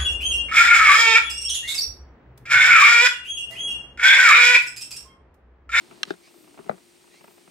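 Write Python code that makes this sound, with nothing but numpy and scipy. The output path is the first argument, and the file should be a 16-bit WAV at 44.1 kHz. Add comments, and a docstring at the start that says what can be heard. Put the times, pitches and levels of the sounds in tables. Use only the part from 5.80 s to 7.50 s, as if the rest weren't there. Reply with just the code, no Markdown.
"""A steady hiss, a faint hum and tiny ticks, then a sharp click, a duller tap and later a hollow knock.
It is probably a hand working a small plastic device close by, outdoors; its mechanism hums and ticks.
Each hit makes the plastic ring with a few fading tones and a short rattle of noise. Soft bumps, a rub
and scuffs come in between. Two thin chirps rise far off, and the highest hiss swells twice."""
import sys
import numpy as np
from scipy import signal
from scipy.fft import rfft, irfft
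from scipy.io import wavfile

SR = 44100
rng = np.random.default_rng(int(sys.argv[2]) if len(sys.argv) > 2 else 0)


def waveform_to_disk(signal):
    """Save audio, clipped to [-1, 1], as 16-bit WAV at the path in sys.argv[1]."""
    frames = np.transpose(np.atleast_2d(signal))
    scaled = np.clip(frames, -1, 1) * 32767
    samples = np.round(scaled).astype(np.int16)
    wavfile.write(sys.argv[1], SR, samples)


N = 74970
T = np.arange(N) / SR


def from_db(db):
    """Turn decibels into a number to multiply by."""
    return 10 ** (np.asarray(db) / 20)


def pan(db):
    """Left and right gains that make the left side louder by db."""
    return from_db(np.array([[db], [-db]]) / 2)


def level(rows):
    """A gain that glides between (time [s], level [dB]) points."""
    return from_db(np.interp(T, *np.transpose(rows)))


def cut(sound, order, hz, kind):
    """Filter a sound, keeping its "low", "high" or "band" part."""
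    return signal.sosfilt(signal.butter(order, hz, kind, fs=SR, output="sos"), sound)


def noise(colour, alike):
    """Stereo noise of a given colour (level at each pitch); alike=1 makes both sides the same."""
    alike_above_hz = 4270  # higher up, both sides of the microphone hear nearly the same
    hz, db = np.transpose(colour)
    bins = np.fft.rfftfreq(N, 1 / SR) + 1
    gain = from_db(np.interp(np.log(bins), np.log(hz), db))
    gains = np.array([gain, gain / (1 + (bins / alike_above_hz) ** 2)])
    mid, side = irfft(rfft(rng.standard_normal((2, N))) * gains, N)
    out = np.sqrt(1 + alike) * mid + np.sqrt(1 - alike) * np.array([side, -side])
    return out / out.std()


def drift(rate_hz):
    """A smooth random wobble, about 1 in size."""
    slow = cut(rng.standard_normal(2 * N), 2, rate_hz, "low")[N:]
    return slow / slow.std()


def ring(hits, tones, rise_s, lag_s, late_s):
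    """Each hit starts tones that drop 60 dB in their fade time; low ones come later, the right lags."""
    body, lowest_hz = 0, tones[0][0]
    for k, (hz, db, fade_s, left_db) in enumerate(tones):
        delay = late_s * (lowest_hz / hz) ** 2 + np.array([[0], [lag_s]])
        age = np.maximum(T[:SR // 4] - delay, 0)
        shape = (1 - np.exp(-age / rise_s)) * np.exp(-np.log(1000) * age / fade_s)
        body = body + (-1) ** k * pan(left_db) * from_db(db) * shape * np.sin(2 * np.pi * hz * age)
    blows = np.zeros((1, N))
    for s, db in hits:
        blows[0, int(s * SR)] += from_db(db)
    return signal.fftconvolve(blows, body, axes=1)[:, :N]


def rattle(hits, colour, rise_s, fall_s, tail_db, tail_s, alike):
    """Countless tiny vibrations blur into noise after each hit: a quick burst and a weak, longer tail."""
    power = 0
    for s, db in hits:
        age = np.maximum(T - s, 0)
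        fade = np.exp(-age / fall_s) + from_db(tail_db) * np.exp(-age / tail_s)
        shape = (1 - np.exp(-age / rise_s)) * fade
        power = power + (from_db(db) * shape) ** 2
    return np.sqrt(power) * noise(colour, alike)


def background():
    """An even hiss in the middle and a low rustle toward the left."""
    # colours of the two noises: (pitch [Hz], level [dB])
    hiss_colour = [(200, -23), (800, -5), (1500, -5), (2400, 1), (3300, -2), (4700, -1.5), (6800, -3.5),
                   (8200, -1.5), (8900, 4), (9700, -8.5), (15500, -12)]
    rustle_colour = [(25, -2), (65, 1), (110, -12.5), (170, -7), (260, -5.5), (350, -0.5), (480, -11),
                     (800, -14), (1500, -24)]
    # the rustle's rise and fall: (time [s], level [dB])
    loudness = [(0, -54.5), (.25, -51.5), (.4, -58.5), (.6, -58.5), (.85, -52), (1.05, -59.5), (1.7, -58.5)]
    hiss = cut(noise(hiss_colour, alike=0.17), 2, 180, "high")
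    rustle = cut(noise(rustle_colour, alike=0.1), 2, 1800, "low")
    return from_db(-60) * hiss + level(loudness) * rustle * pan(4.6)


def hum():
    """The mechanism's faint, wavering tone, joined for a moment by a rough, sinking whirr."""
    # the whirr's path: (time [s], pitch [Hz], level [dB])
    path = [(.5, 345, -76), (0.571, 333.7, -54), (.62, 317.9, -60), (.68, 309, -59), (.74, 297.3, -64.5),
            (.78, 293, -84)]
    s, hz, db = np.transpose(path)
    hum_gain = from_db(-65.5 + 1.05 * drift(18))
    hum_hz = 352 + 3 * drift(16.8)
    whirr_gain = from_db(np.interp(T, s, db) + 5.1 * drift(61))
    whirr_hz = np.interp(T, s, hz) + 11 * drift(50)
    steady = hum_gain * np.sin(2 * np.pi * np.cumsum(hum_hz) / SR)
    whirr = whirr_gain * np.sin(2 * np.pi * np.cumsum(whirr_hz) / SR)
    return steady * pan(15.6) + whirr * pan(10.4)


def ticks():
    """The mechanism's faint, regular ticks, with a few louder ones standing out."""
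    # the louder ticks, then the regular steps' rise and fall: (time [s], level [dB])
    loud_ticks = [(.1105, 5), (.124, -1.5), (.779, -2), (.7895, 2), (.860, -0.5), (.979, -2.5),
                  (1.409, -5.5), (1.479, 0), (1.579, -4), (1.676, -5)]
    step_loudness = [(0, -8), (.4, -9), (.6, -6), (.85, -4.5), (1.05, -21), (1.3, -10), (1.7, -11.5)]
    # each tick's ring: (pitch [Hz], level [dB], fade time [s], left over right [dB])
    tones = [(195, -55.5, 0.054, -1), (412, -53.5, 0.064, 15), (669, -56, 0.09, 4),
             (907, -53.5, 0.026, -18), (1304, -50, 0.016, -21), (2700, -48, 0.014, -2)]
    # its rattle: (pitch [Hz], level [dB])
    colour = [(80, -15), (190, -5.5), (900, 0), (1700, -10.5), (2600, -8.5), (4500, -36)]
    steps_per_s, spread_db = 30, 4
    times = np.arange(.008, T[-1], 1 / steps_per_s)
    step_db = np.interp(times, *np.transpose(step_loudness)) + spread_db * rng.standard_normal(len(times))
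    hits = list(loud_ticks) + list(zip(times, step_db))
    body = ring(hits, tones, rise_s=0.0025, lag_s=0.00036, late_s=.002)
    burst = rattle(hits, colour, rise_s=0.0011, fall_s=0.0051, tail_db=-15, tail_s=0.0096, alike=0.051)
    return body + from_db(-46) * pan(2.0) * burst


def bumps():
    """Soft, low thuds as the grip shifts."""
    # thuds: (time [s], level [dB])
    hits = [(.118, -6.5), (.273, -1), (.34, -11), (.791, 0.5), (.799, -3.5), (.862, -4.5), (.925, -1),
            (.941, -6.5), (1.674, -12)]
    # their ring: (pitch [Hz], level [dB], fade time [s], left over right [dB])
    tones = [(179, -40, 0.086, 6), (217, -44.5, 0.049, 6), (302, -49, 0.018, 14), (392, -37.5, 0.052, 15.5)]
    return ring(hits, tones, rise_s=0.003, lag_s=0.00079, late_s=0.0027)


def clicks():
    """Small, stiff plastic snaps through: a sharp crack inside a very short ring."""
    # snaps: (time [s], level [dB])
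    hits = [(0.2313, 0.5), (0.2518, -26)]
    # their ring: (pitch [Hz], level [dB], fade time [s], left over right [dB])
    tones = [(1230, -26, 0.021, -5), (1641, -20.5, 0.013, 11), (1988, -25.5, 0.01, 4),
             (2750, -21, 0.016, 13), (3207, -13.5, .011, -10), (4130, -12, 0.015, -5.5),
             (5490, -20, 0.013, 0)]
    # their rattle: (pitch [Hz], level [dB])
    colour = [(100, -30), (750, -18), (1300, -4.5), (3400, 1), (5500, -10), (8500, -18.5), (10500, -35),
              (16000, -35)]
    snaps = np.zeros(N)
    for s, db in hits:
        snaps[int((s + .0005) * SR)] = from_db(db + 3)  # the instant the plastic gives way
    crack = cut(snaps + 1e-18, 2, [2800, 6100], "band")
    body = ring(hits, tones, rise_s=0.00065, lag_s=.00002, late_s=0.002007)
    burst = rattle(hits, colour, rise_s=0.00039, fall_s=0.0018, tail_db=-20.5, tail_s=0.0059, alike=-0.42)
    return crack + cut(body + from_db(-14) * burst, 1, 600, "high")


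def rub():
    """Surfaces slide with a brief hiss between the click and the tap."""
    # the rub's rise and fall: (time [s], level [dB])
    loudness = [(.24, -59), (.255, -58), (.268, -54.5), (.282, -47), (.3, -47.5), (.322, -52), (.35, -68)]
    # its hiss: (pitch [Hz], level [dB])
    colour = [(500, -0.5), (1300, -2.5), (2500, -3), (4300, -0.5), (6000, -9.5), (8000, -17.5),
              (15000, -28)]
    return level(loudness) * noise(colour, alike=0.17) * pan(-1.1)


def taps():
    """A short, dull contact, heavier on the left."""
    # taps: (time [s], level [dB])
    hits = [(.3052, 0), (.3372, -21.5)]
    # their ring: (pitch [Hz], level [dB], fade time [s], left over right [dB])
    tones = [(181, -40, 0.13, 5), (325, -15.5, 0.0247, 7), (397.3, -17.5, 0.042, 10), (645, -32, 0.048, 14),
             (817, -27.5, 0.021, 2), (1408, -22, .022, 9), (1620, -15.5, 0.019, 2), (3650, -43, 0.066, -10)]
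    # their rattle: (pitch [Hz], level [dB])
    colour = [(60, -22), (180, -7.5), (700, 3), (1000, -5.5), (1500, 1), (2400, -7.5), (4000, -5.5),
              (7000, -20), (15000, -38)]
    body = ring(hits, tones, rise_s=0.0022, lag_s=0.000825, late_s=0.0033)
    burst = rattle(hits, colour, rise_s=0.00019, fall_s=0.0031, tail_db=-21.5, tail_s=0.026, alike=0.06)
    return body + from_db(-27.5) * pan(0.83) * burst


def chirps():
    """Thin, raspy whistles that bend upward, perhaps a distant bird."""
    # chirps: (time [s], length [s], start pitch [Hz], end pitch [Hz], level [dB])
    calls = [(0.414, 0.099, 2146, 2860, -59.5), (1.289, 0.14, 1880, 2443, -61)]
    # their rasp: (pitch [Hz], level [dB])
    colour = [(1200, -21), (2200, 2), (3100, -3), (4000, -2), (6500, -3), (9000, -25)]
    rasp = from_db(-0.5) * noise(colour, alike=0.23)
    out = 0
    for s, length, start_hz, end_hz, db in calls:
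        progress = np.clip((T - s) / length, 0, 1)
        glide_hz = start_hz + (end_hz - start_hz) * progress ** 1.7  # climbs ever faster
        phase = 2 * np.pi * np.cumsum(glide_hz * (1 + 0.0338 * drift(384))) / SR
        whistle = np.sin(phase) + from_db(-2.5) * np.sin(2 * phase)
        out = out + from_db(db) * np.sin(np.pi * progress) * (whistle + rasp)
    return out * pan(-1.1)


def swells():
    """Soft swells of very high hiss, perhaps an insect."""
    # swells: (time [s], length [s], level [dB])
    rises = [(0.487, 0.22, -66.5), (1.385, 0.23, -66.5)]
    # their hiss: (pitch [Hz], level [dB])
    colour = [(8000, -34), (11000, -6), (13000, -1), (14300, 3), (16000, -10)]
    gain = sum(from_db(db) * np.sin(np.pi * np.clip((T - s) / length, 0, 1)) for s, length, db in rises)
    return noise(colour, alike=1.0) * gain


def scuffs():
    """Short, gritty scrapes as the knocking surfaces meet."""
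    # scrapes: (time [s], level [dB])
    hits = [(.7895, -2.5), (.887, -6), (.9115, -0.5)]
    # their grit: (pitch [Hz], level [dB])
    colour = [(300, -9.5), (1000, 4.5), (1400, 4), (1700, -10), (2050, -2), (2400, -15), (2800, -29),
              (6000, -33)]
    grit = rattle(hits, colour, rise_s=0.0016, fall_s=0.0029, tail_db=-22, tail_s=0.028, alike=.3)
    return from_db(-30) * grit


def knocks():
    """A deeper, hollow contact with a small bounce."""
    # knock and bounce: (time [s], level [dB])
    hits = [(.8943, 1), (.9122, -19.5)]
    # their ring: (pitch [Hz], level [dB], fade time [s], left over right [dB])
    tones = [(156.2, -39.5, 0.093, 4), (208.7, -29.5, 0.072, 10.5), (442, -23, 0.025, 16),
             (614, -21, 0.031, 15.5), (787, -13.5, .018, 6), (1263, -22, 0.016, -1), (1533, -29, 0.0099, 8),
             (2010, -29.5, 0.023, -1), (2410, -37, 0.022, 6), (3990, -37, 0.007, -12)]
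    # their rattle: (pitch [Hz], level [dB])
    colour = [(50, -20), (170, -8), (650, 5.5), (1000, -6), (2100, -11), (2900, -38), (4200, -24),
              (9000, -65)]
    body = ring(hits, tones, rise_s=0.00053, lag_s=0.00061, late_s=0.0054)
    burst = rattle(hits, colour, rise_s=0.00049, fall_s=0.004, tail_db=-11.5, tail_s=0.025, alike=-0.13)
    return body + from_db(-27.5) * pan(5.5) * burst


def scene():
    """All the sounds together."""
    device = clicks() + taps() + knocks() + scuffs() + bumps() + ticks() + rub() + hum()
    return device + chirps() + swells() + background()


def record(dry):
    """The microphone thins the bass, and the very highest treble is cut."""
    bass_hz, top_hz = 110, 15900
    thin = cut(dry, 3, bass_hz, "high")
    return signal.sosfilt(signal.ellip(10, .1, 70, top_hz, fs=SR, output="sos"), thin)


dry = scene()
out = record(dry)
waveform_to_disk(out)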